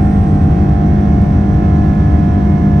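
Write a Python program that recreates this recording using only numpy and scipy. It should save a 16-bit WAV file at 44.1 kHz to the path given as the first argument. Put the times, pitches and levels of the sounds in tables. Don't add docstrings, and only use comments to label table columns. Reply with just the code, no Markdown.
import sys
import numpy as np
from scipy import signal
from scipy.fft import rfft, irfft, next_fast_len
from scipy.io import wavfile

SR = 44100
rng = np.random.default_rng(int(sys.argv[2]) if len(sys.argv) > 2 else 0)


def bounce(signal):
    frames = np.transpose(np.atleast_2d(signal))
    limited = np.clip(frames, -1, 1)
    pcm = np.round(limited * 32767).astype(np.int16)
    wavfile.write(sys.argv[1], SR, pcm)


N = 123479


def from_db(db):
    return 10 ** (np.asarray(db) / 20)


def in_time(rows):
    seconds, value = np.transpose(rows)
    return np.interp(np.arange(N) / SR, seconds, value)


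def at_hz(table, hz):
    table_hz, *columns = np.transpose(table)
    return [np.interp(np.log(hz), np.log(table_hz), column) for column in columns]


def drift(rate_hz):
    step, warm_up = 100, 1500
    pole = np.exp(-2 * np.pi * rate_hz * step / SR)
    noise = rng.standard_normal(N // step + warm_up + 2)
    slow = signal.lfilter([1], [1, -2 * pole, pole * pole], noise)[warm_up:]
    slow = slow / np.sqrt(np.mean(slow ** 2))
    return np.interp(np.arange(N) / step, np.arange(len(slow)), slow)


def buzz_saw():
    # time in seconds, frequency in Hz.
    shaft_x14 = [(0, 702.8), (1.3, 702.6), (1.9, 703.4), (2.8, 703.0)]
    # multiple of shaft speed, left RMS level in dB,
    # right RMS level in dB, left's phase lead in radians, trend in dB per second.
    low_tones = [(2, -23.0, -25.0, -0.3, -0.0), (3, -18.0, -18.0, -0.0, 0.0), (4, -17.0, -17.0, 0.0, -0.0),
                 (5, -31.0, -30.0, -0.0, 0.9), (6, -26.0, -28.0, -0.0, -0.7), (7, -32.0, -34.0, -0.2, -0.4),
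                 (8, -39.0, -45.0, -1.0, -2.3), (9, -36.0, -36.0, -0.2, -1.7),
                 (10, -55.0, -47.0, 2.7, -1.7), (11, -43.0, -40.0, -0.8, 0.2),
                 (12, -38.0, -33.0, -1.8, 0.6), (13, -55.0, -53.0, 2.2, 1.1), (14, -46.0, -25.0, 1.7, 0.5),
                 (15, -44.0, -32.0, 0.8, -2.0), (16, -41.0, -35.0, 1.2, -3.0),
                 (17, -58.0, -47.0, -1.1, -1.0), (18, -54.0, -48.0, 1.2, 1.2),
                 (19, -58.0, -54.0, -0.3, 1.3), (20, -47.0, -45.0, 0.4, 2.9), (21, -49.0, -42.0, 0.5, 0.5),
                 (22, -53.0, -51.0, 0.5, -2.0), (23, -57.0, -54.0, 0.0, 1.4), (24, -58.0, -52.0, 0.8, 1.6),
                 (25, -50.0, -48.0, -2.9, -3.4), (26, -45.0, -40.0, 2.7, 1.1),
                 (27, -58.0, -49.0, 1.6, -1.3), (28, -57.0, -48.0, 0.7, -1.0),
                 (29, -48.0, -51.0, 2.2, -0.5), (30, -65.0, -55.0, 1.5, 0.2), (31, -63.0, -50.0, 0.2, -0.6),
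                 (32, -60.0, -50.0, 2.2, -1.8), (33, -64.0, -61.0, 0.1, -1.7), (34, -47.0, -46.0, 1.2, 6.4),
                 (35, -51.0, -48.0, 1.2, -0.7), (36, -63.0, -55.0, 0.8, -4.0),
                 (37, -58.0, -54.0, 1.0, -4.1), (38, -63.0, -61.0, 1.0, 2.2), (39, -65.0, -60.0, 0.1, -3.0),
                 (40, -61.0, -57.0, 0.2, 0.8), (41, -64.0, -56.0, 0.4, 1.9), (42, -63.0, -58.0, 0.3, -0.9),
                 (43, -55.0, -51.0, -1.4, 0.8), (44, -58.0, -63.0, -0.4, -0.7)]
    in_step = (11, 17)
    trend_most_db = 3
    waver_least, waver_most, waver_full_order, waver_hz = .17, .6, 34, 2.5

    high = np.arange(45, 96)
    slope_start_db, db_per_order, scatter_db = -64.5, -0.509, 7.5
    left_minus_right_db, left_lead = -4.5, -0.9
    high_db = slope_start_db + db_per_order * (high - high[0])
    high_db = high_db + scatter_db * rng.standard_normal(len(high))
    high_tones = [(k, db + left_minus_right_db, db, left_lead, 0) for k, db in zip(high, high_db)]

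    shaft_angle = 2 * np.pi * np.cumsum(in_time(shaft_x14) / 14) / SR
    from_middle = (np.arange(N) - N / 2) / SR
    out = np.zeros((2, N))
    for order, left_db, right_db, lead, db_per_s in list(low_tones) + high_tones:
        k = round(order)
        start = rng.uniform(0, 2 * np.pi)
        if in_step[0] <= k <= in_step[1]:
            start = np.pi / 2 * (k % 2)
        share = max(waver_least, waver_most * min(k / waver_full_order, 1) ** 2)
        wander = (drift(waver_hz) + 1j * drift(waver_hz)) / np.sqrt(2)
        waver = np.sqrt(1 - share ** 2) + share * wander
        trend = from_db(np.minimum(db_per_s * from_middle, trend_most_db))
        trend = trend * np.sqrt(2 / np.mean(trend ** 2))
        tone = trend * waver * np.exp(1j * (k * shaft_angle + start))
        left = from_db(left_db) * (tone * np.exp(1j * lead)).real
        right = from_db(right_db) * tone.real
        out += [left, right]
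    return out


def roar():
    # frequency in Hz, right level in dB per Hz.
    spectrum = [(14, -54.5), (28, -54), (40, -41), (55, -36.5), (72, -27), (95, -31.5), (125, -37),
                (175, -34), (225, -42.5), (280, -42.5), (330, -45), (400, -57), (480, -61.5), (580, -63.5),
                (700, -60), (830, -62), (1000, -69), (1230, -66), (1500, -69.5), (1800, -73.5),
                (2200, -76.5), (2800, -80.5), (3600, -84.5), (4600, -89.5), (5200, -87.5), (5700, -82),
                (6200, -89.5), (6800, -95), (7600, -96.5), (8600, -99.0), (9600, -99.0), (10300, -99.0),
                (11100, -102.0), (11800, -106.0)]
    # frequency in Hz, likeness of the ears from 0 to 1,
    # left's phase lead in radians, left minus right in dB.
    image = [(14, 0.99, -0.0, 0.4), (95, 0.99, -0.0, 0.4), (225, 0.97, -0.1, -1.0), (280, 0.96, -0.1, 0.0),
             (330, 0.97, -0.2, 1.0), (400, 0.75, -0.1, 4.0), (480, 0.48, -0.8, 1.0),
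             (580, 0.32, -1.3, -3.0), (700, 0.38, 0.8, -6.0), (830, 0.62, 1.3, -10.0),
             (1000, 0.78, 0.6, -3.0), (1230, 0.35, 2.5, -4.0), (1500, 0.56, 1.5, -3.0),
             (1800, 0.66, 0.8, -4.0), (2200, 0.39, -0.7, -5.0), (2800, 0.42, -0.8, -6.0),
             (3600, 0.51, -0.6, -3.0), (4600, 0.33, -0.9, -3.0), (5200, 0.24, -1.2, -6.0),
             (5700, 0.42, -0.7, -9.0), (6200, 0.53, -0.7, -5.0), (6800, 0.47, -0.6, -3.0),
             (7600, 0.63, -1.3, -3.0), (8600, 0.99, -0.0, 0.0), (9600, 0.62, 2.2, 0.0),
             (10300, 0.99, 3.1, -1.0), (11100, 0.46, 4.2, 0.0), (11800, 0.99, 6.3, 0.0)]
    # time in seconds, level in dB against the plain roar there.
    hiss_level = [(0, 8), (.3, 6), (.5, 2.5), (.9, 0), (2.8, -.5)]
    hiss_hz, hiss_width_hz = 8400, 790
    flicker_db, flicker_hz, flicker_centre_hz = 0.53, 12, 7050

    size = next_fast_len(N)
    hz = np.maximum(np.fft.rfftfreq(size, 1 / SR), 1)
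    (right_db,) = at_hz(spectrum, hz)
    alike, lead, pan_db = at_hz(image, hz)
    shared, own = rfft(rng.standard_normal((2, size)), axis=1) * np.sqrt(SR / 2)
    left_noise = alike * shared * np.exp(1j * lead) + np.sqrt(1 - alike ** 2) * own
    both = np.array([from_db(right_db + pan_db) * left_noise, from_db(right_db) * shared])

    out = 0
    octave = np.clip(np.log2(hz / flicker_centre_hz), -9, 1)
    for band in range(-9, 2):
        weight = np.clip(1 - abs(octave - band), 0, 1)
        band_noise = irfft(both * weight, size)[:, :N]
        out = out + band_noise * from_db(flicker_db * drift(flicker_hz))

    hiss_shape = np.exp(-((hz - hiss_hz) / hiss_width_hz) ** 2)
    hiss = irfft(both * hiss_shape, size)[:, :N]
    return out + hiss * (from_db(in_time(hiss_level)) - 1)


def ticks():
    # start in seconds, level in dB before the boost and the high-pass.
    snaps = [(1.2171, -44), (2.1211, -51), (2.2872, -55), (2.3206, -55)]
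    t60_s, low_hz, boost_db = .015, 4800, 3
    t = np.arange(1024) / SR
    out = np.zeros(N + len(t))
    for (start_s, db), noise in zip(snaps, rng.standard_normal((len(snaps), len(t)))):
        first = int(start_s * SR)
        out[first:first + len(t)] += from_db(db + boost_db - 60 * t / t60_s) * noise
    return signal.sosfilt(signal.butter(4, low_hz, "high", fs=SR, output="sos"), out[:N])


def scene():
    return buzz_saw() + roar() + ticks()


def record(dry):
    bass_hz, makeup_db, cutoff_hz = 396, 0.16, 12600
    ceiling, knee = .82, 3
    makeup = from_db(makeup_db)
    bass = signal.sosfiltfilt(signal.butter(3, bass_hz, fs=SR, output="sos"), dry)
    envelope = abs(signal.hilbert(bass.mean(0), next_fast_len(N))[:N])
    swell = makeup * envelope / ceiling + 1e-9
    gain = makeup * np.tanh(swell ** knee) ** (1 / knee) / swell
    smooth = signal.butter(4, 1.5 * bass_hz, fs=SR, output="sos")
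    change = signal.sosfiltfilt(smooth, bass * (gain - 1), padtype="constant", padlen=2000)
    held = dry + change
    top_cut = signal.cheby2(20, 70, cutoff_hz, fs=SR, output="sos")
    first = held[:, :1]
    return signal.sosfilt(top_cut, held - first) + first


dry = scene()
out = record(dry)
bounce(out)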